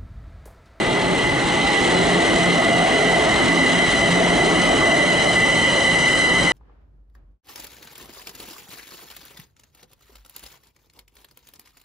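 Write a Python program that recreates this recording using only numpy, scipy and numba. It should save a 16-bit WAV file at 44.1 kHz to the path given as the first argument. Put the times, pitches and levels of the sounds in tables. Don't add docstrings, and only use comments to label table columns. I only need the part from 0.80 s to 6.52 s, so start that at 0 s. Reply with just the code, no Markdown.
import sys
import numpy as np
from scipy import signal
from scipy.fft import rfft, irfft, next_fast_len
from scipy.io import wavfile
from scipy.ndimage import uniform_filter1d, map_coordinates
from numba import njit

SR = 44100
rng = np.random.default_rng(int(sys.argv[2]) if len(sys.argv) > 2 else 0)


def voltage_ratio(level):
    return 10 ** (np.asarray(level, float) / 20)


def materialize(psi):
    bounded = np.clip(np.atleast_2d(psi).T, -1, 1)
    quanta = np.round(bounded * 32767).astype(np.int16)
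    wavfile.write(sys.argv[1], SR, quanta)


N = 252252
TIME = np.arange(N) / SR
MESH_HZ, STOP_S = 875, 13.9

# order, level_db, side_line_share (0-1), side_line_spacing_motor_cycles
SWITCHING_OVERTONES = [(1, -19.5, 0.75, 3.3), (2, 1, 0.06, 3), (3, -5, 0.94, 2.6), (4, -11, 0.05, 3),
                       (5, -19.5, 0.97, 2.6), (6, -15.5, 0, 2.7), (7, -22.5, .7, 2.6), (8, -16.5, 0, 3),
                       (9, -23.5, 1, 1.8), (10, -20, 0.04, 3), (11, -27, 0.6, 1.5)]
# doppler_share, level_db
BOGIES = [(.8, -2.17), (-.6, -3.5), (1.6, -6.5), (-.2, -3.5)]
# time_s, tilt_db_per_octave, unsteadiness_factor, doppler_percent
SONG_SETTLING = [(0, -0.5, 1.35, 1.24), (.9, -2, 1.33, 1.49), (2, -1.5, 1.226, 1.7),
                 (3.2, -1.3, 1.184, 1.275), (4.3, -1, 1.05, .6), (5.72, -1.4, 0.89, 0.098)]
# time_s, level_db
MOTOR_EFFORT = [(0, -32.5), (.3, -30), (.45, -27.5), (.65, -30.5), (.95, -24.5), (1.6, -24), (2.05, -24.5),
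                (2.28, -23), (2.45, -25), (2.8, -22.5), (3.5, -23), (4.3, -22.5), (5.0, -22), (5.3, -20.5),
                (5.72, -20.5)]
# time_s, level_db
AXLE_NEARNESS = [(0, -36), (.6, -37.5), (.9, -33.5), (1.2, -35.5), (1.5, -42), (2.5, -28), (3.4, -27),
                 (4.0, -22), (4.5, -27.5), (4.9, -25.5), (5.3, -31.5), (5.72, -37)]
# centre_hz, width_hz, level_db
GEARBOX_MODES = [(867, 37, -1), (803, 67, 2), (790, 51, -17), (706, 35, -12), (624, 19, -14), (587, 22, -7),
                 (527.1, 50, -3.5)]
# time_s, level_db
WHEEL_LOAD = [(0, -27.5), (.65, -29), (.95, -27), (1.2, -24), (1.7, -25), (2.1, -25), (2.75, -25.5),
              (3.12, -27), (3.65, -24.5), (3.85, -24.5), (4.03, -23.5), (4.22, -27), (4.8, -28.5),
              (5.3, -29.5), (5.72, -27)]
# freq_hz, level_db_per_hz
RUMBLE_SPECTRUM = [(12, -47), (20, -23), (49, -3.5), (86, -8.5), (140, -1.5), (168, -3), (183, -4.5),
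                   (200, -10.5), (260, -38), (440, -120)]
# freq_hz, level_db_per_hz
ROAR_SPECTRUM = [(120, -40), (200, -6.5), (300, -5), (450, -8.5), (560, -7), (800, -14), (1100, -31)]
# freq_hz, level_db_per_hz
UPPER_SPECTRUM = [(500, -33), (750, -3), (900, -1), (1000, -5), (1200, -2.5), (1600, -7.5), (2400, -14),
                  (3500, -27.5)]
# centre_hz, width_hz, level_db
TRACK_MODES = [(268, 60, -2.5), (343, 63, -0.5), (417, 20, 0), (436, 105, -8.5), (503, 5.4, -21)]
# centre_hz, width_hz, level_db
WHEEL_MODES = [(674, 51, 5.5), (610, 33, -4.5), (748, 97, -7.5), (1150, 80, -16.5)]
# start_s, length_s, level_db
WHEEL_RINGS = [(0, 0.33, -35), (1.092, 0.66, -29.5), (1.604, 0.68, -27.5), (2.097, 0.59, -25.5),
               (2.849, 0.66, -31.5), (3.304, 0.59, -27), (3.8, 0.52, -25), (4.206, 0.45, -28.5)]
# time_s, level_db
PAD_PRESSURE = [(0, -42), (.55, -42.5), (1.05, -36), (1.35, -36.5), (2.0, -39.5), (2.4, -37.5), (3.2, -38),
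                (3.5, -37.5), (4.4, -39.5), (5.05, -37.5), (5.72, -40)]
# freq_hz, level_db_per_hz
HISS_SPECTRUM = [(1500, -2), (2300, 0.5), (3500, 2.5), (4100, 1.5), (4600, -9), (5500, -20), (7000, -29),
                 (9000, -20)]
# freq_hz, level_db_per_hz
FIZZ_SPECTRUM = [(4000, -3), (5500, -2), (7000, -1), (8300, -1), (9500, -6.5), (10400, -14.5),
                 (11000, -11.5)]
# start_s, length_s, start_hz, end_hz, level_db
BOGIE_GROANS = [(0.95, 0.52, 349.5, 430, -26.5), (1.1, 0.43, 690, 676, -39), (1.301, 0.36, 345, 340, -28),
                (2.1, 0.41, 425, 441, -29.5), (2.394, 0.74, 268, 257, -28), (2.499, 0.48, 345, 323.1, -31),
                (3.198, 0.79, 350, 390.7, -33), (0, 0.69, 400, 357, -37), (.85, .5, 806, 690, -33),
                (4.2, 1.07, 524.6, 516.6, -37)]
# start_s, length_s, pitch_hz, level_db
UNIT_THROBS = [(0.116, 0.28, 178, -30.5), (0.597, 0.46, 177.7, -32), (1.079, 0.19, 173, -24.5),
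               (1.252, .17, 175.3, -23.5), (1.521, 0.29, 173, -25), (1.887, 0.18, 170.5, -25.5),
               (2.22, .2, 173.2, -29), (2.66, 0.21, 173, -27.5), (2.9, .22, 174.7, -28.5),
               (3.26, .32, 175.7, -23), (3.598, 0.369, 172.4, -28.5), (4.171, .22, 176.5, -29.5),
               (4.45, 0.44, 173, -33), (5.05, 0.19, 173, -29.5), (5.32, .4, 174, -32)]
# freq_hz, level_db (against direct)
PLATFORM_SCATTER = [(60, -8), (150, -11), (300, -12), (800, -9), (1500, -4.5), (5000, -3.5), (8500, -2),
                    (10500, 1)]
# freq_hz, left_lead_rad
PORT_PHASE = [(30, -.15), (90, -.33), (300, -.78), (550, -1.05), (1100, -1.05), (2000, -.84), (3100, -.63),
              (5000, -.38), (8500, -.25), (10300, -.6)]
# freq_hz, left_minus_right_db
PORT_LEAN = [(60, 0.0), (110, 0.5), (190, 0.0), (330, 0.5), (590, 0.0), (1050, 0), (1860, -0.5),
             (3300, 0.0), (5850, 0.0), (10400, -1)]


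def motors(switch_hz, wander_hz, jitter_hz, teeth):
    song_db, = curves(MOTOR_EFFORT)
    tilt_db, unsteady, doppler_percent = curves(SONG_SETTLING)
    cycle_hz = MESH_HZ * speed() / teeth
    song = np.zeros(N)
    for doppler_share, near_db in BOGIES:
        wander = unsteady * (wander_hz * wobble(70) + jitter_hz * wobble(500))
        carrier = turns(switch_hz * (1 + doppler_share * doppler_percent / 100) + wander)
        cycle = turns(cycle_hz + 22 * wobble(90))
        near = voltage_ratio(near_db + 0.45 * wobble(2.84))
        for order, level_db, share, spacing in SWITCHING_OVERTONES:
            beat = order * carrier + order * order
            centre = np.sqrt(1 - share) * np.cos(beat)
            sides = np.sqrt(2 * share) * np.cos(spacing * cycle) * np.sin(beat)
            song += near * voltage_ratio(level_db + tilt_db * np.log2(order / 2)) * (centre + sides)
    return voltage_ratio(song_db + 1.3) * song


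def gears(spread_hz, count):
    whine_db, = curves(AXLE_NEARNESS)
    whine = np.zeros(N)
    for _ in range(count):
        mesh = turns(MESH_HZ * speed() + spread_hz * wobble(40))
        whine += voltage_ratio(0.81 * wobble(6.3)) * np.cos(mesh)
    return voltage_ratio(whine_db) * ringing(whine, GEARBOX_MODES)


def rolling():
    rumble_db, rumble_follows = -5.5, 0.48
    upper_follows, upper_arrives_s = 0.65, 0.92
    ring_idle_db, ring_rise_s, ring_fall_s = -37, 0.13, 0.2
    load_db, = curves(WHEEL_LOAD)
    mean_db = load_db.mean()
    swing_db = load_db - mean_db

    rumble_db = rumble_db + rumble_follows * swing_db + 0.89 * wobble(5.76)
    rumble = voltage_ratio(rumble_db) * coloured(patchy(1.0), RUMBLE_SPECTRUM)
    roar = voltage_ratio(2.0) * coloured(patchy(0.58), ROAR_SPECTRUM)
    roar = roar + voltage_ratio(-3.5) * ringing(patchy(0.27), TRACK_MODES)
    upper_db = upper_follows * swing_db - 4.1 * np.exp(-TIME / upper_arrives_s)
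    upper = voltage_ratio(upper_db) * coloured(patchy(0.26), UPPER_SPECTRUM)

    passing = voltage_ratio(ring_idle_db)
    for start_s, length_s, level_db in WHEEL_RINGS:
        passing = passing + voltage_ratio(level_db) * swell(start_s, length_s, ring_rise_s, ring_fall_s)
    ring = passing * voltage_ratio(1.7 * wobble(12)) * ringing(patchy(0.87), WHEEL_MODES)
    return voltage_ratio(mean_db) * (rumble + voltage_ratio(swing_db) * roar + upper) + ring


def brakes():
    hiss_db_per_halving = 8
    fizz_db, fizz_follows, fizz_warms_s = 2.5, 0.99, 0.52
    pressure_db, = curves(PAD_PRESSURE)
    mean_db = pressure_db.mean()
    burst_db = 0.6 * grips(per_s=78, build_s=0.012) + 0.19 * wobble(45) + 2.3 * wobble(150)

    hiss_db = pressure_db + hiss_db_per_halving * np.log2(speed()) + 9
    hiss = voltage_ratio(hiss_db) * coloured(voltage_ratio(burst_db) * patchy(0.3), HISS_SPECTRUM)
    fizz_db = fizz_db + mean_db + fizz_follows * (pressure_db - mean_db)
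    fizz_db = fizz_db - 3.4 * np.exp(-TIME / fizz_warms_s)
    fizz = voltage_ratio(fizz_db) * coloured(voltage_ratio(0.89 * burst_db) * patchy(0.51), FIZZ_SPECTRUM)
    return hiss + fizz


def grips(per_s, build_s):
    slips = (rng.random(N) < per_s / SR) * rng.exponential(size=N)
    keep = np.exp(-1 / (build_s * SR + 1))
    grip = signal.lfilter([1], [1, -keep], slips[::-1])[::-1]
    return unit(grip - grip.mean())


def groans(rough_hz):
    tones = np.zeros(N)
    for start_s, length_s, start_hz, end_hz, level_db in BOGIE_GROANS:
        progress = np.clip((TIME - start_s) / length_s, 0, 1)
        pitch_hz = start_hz + (end_hz - start_hz) * progress + rough_hz * wobble(30)
        level = voltage_ratio(level_db + 3 + 2.6 * wobble(18)) * np.sin(np.pi * progress)
        tones += level * np.cos(turns(pitch_hz))
    return tones


def hum():
    edge_s = 0.047
    drift = turns(1.81 * wobble(22))
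    flutter = voltage_ratio(1.5 + 1.6 * wobble(14))
    tones = np.zeros(N)
    for start_s, length_s, pitch_hz, level_db in UNIT_THROBS:
        level = voltage_ratio(level_db) * swell(start_s, length_s, edge_s, edge_s)
        tones += level * np.cos(2 * np.pi * pitch_hz * TIME + drift)
    return flutter * tones


def platform(x):
    hz, _, z = signal.stft(x, SR, nperseg=2048)
    shape = (2,) + z.shape
    real = uniform_filter1d(rng.standard_normal(shape), size=4, axis=2)
    imag = uniform_filter1d(rng.standard_normal(shape), size=4, axis=2)
    paths = unit(real + 1j * imag)
    wet = voltage_ratio(along(PLATFORM_SCATTER, hz))[:, None]
    mixed = z * (1 + wet * paths) / np.sqrt(1 + wet ** 2)
    return signal.istft(mixed, SR, nperseg=2048)[1][:, :N]


def speed():
    return 1 - TIME / STOP_S


def swell(start_s, length_s, rise_s, fall_s):
    up = (TIME - start_s) / (rise_s + 1e-3)
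    down = (start_s + length_s - TIME) / (fall_s + 1e-3)
    return np.sin(np.pi / 2 * np.clip(np.minimum(up, down), 0, 1)) ** 2


def turns(hz):
    return 2 * np.pi * (np.cumsum(hz) / SR + rng.random())


def wobble(knots_per_s):
    return map_coordinates(rng.standard_normal(12000), [TIME * knots_per_s])


def curves(rows):
    time_s, *columns = np.transpose(rows)
    return [np.interp(TIME, time_s, column) for column in columns]


def along(points, hz):
    f, v = np.transpose(points)
    return np.interp(np.log(hz + 1), np.log(f + 1), v)


def unit(x):
    return x / np.sqrt(np.mean(np.abs(x) ** 2) + 1e-20)


def patchy(depth_db):
    z = signal.stft(rng.standard_normal(N), nperseg=512)[2]
    field = uniform_filter1d(rng.standard_normal(z.shape), size=5, axis=0)
    field = unit(uniform_filter1d(field, size=12, axis=1))
    return signal.istft(z * voltage_ratio(depth_db * field), nperseg=512)[1][:N]


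def filtered(x, response):
    m = next_fast_len(N + 8192)
    return irfft(rfft(x, m) * response(np.fft.rfftfreq(m, 1 / SR)), m)[..., :N]


def coloured(x, spectrum):
    points = [(1, -90)] + spectrum + [(SR / 2, -120)]
    return unit(filtered(x, lambda hz: voltage_ratio(along(points, hz))))


def ringing(x, modes):
    def response(f):
        return sum(voltage_ratio(db) / (1 + ((f - hz) / width_hz * 2) ** 2) for hz, width_hz, db in modes)
    return unit(filtered(x, response))


@njit
def follow(size, rise, fall):
    out, held = np.empty_like(size), size[:2000].mean()
    for i in range(len(size)):
        held += (rise if size[i] > held else fall) * (size[i] - held)
        out[i] = held
    return out


def levelled(x, attack_s, release_s, knee_db, squeeze):
    held = follow(np.abs(x).max(axis=0), 1 / (attack_s * SR + 1), 1 / (release_s * SR + 1))
    return x * (voltage_ratio(knee_db) / np.maximum(held, 0.05)) ** squeeze


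def scene():
    train = motors(switch_hz=1001.6, wander_hz=12, jitter_hz=14, teeth=17)
    train = train + gears(spread_hz=22.9, count=3)
    return platform(train + rolling() + brakes() + groans(rough_hz=8.01) + hum())


def top_cut(x):
    return signal.sosfilt(signal.butter(12, 11120, fs=SR, output="sos"), x)


def record(dry):
    ceiling, top_hz, skirt_db_per_hz = 0.85, 11005, 0.45
    half = np.array([[0.5], [-0.5]])

    def ports(hz):
        return np.exp(1j * half * along(PORT_PHASE, hz)) * voltage_ratio(half * along(PORT_LEAN, hz))

    def skirt(hz):
        return voltage_ratio(-np.clip(skirt_db_per_hz * (hz - top_hz), 0, 120))

    heard = filtered(dry, ports)
    heard = levelled(heard, attack_s=0.00056, release_s=0.01, knee_db=-11.5, squeeze=0.54)
    heard = heard / (1 + np.abs(heard / ceiling) ** 4) ** 0.25
    return top_cut(filtered(heard, skirt))


dry = scene()
out = record(dry)
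materialize(out)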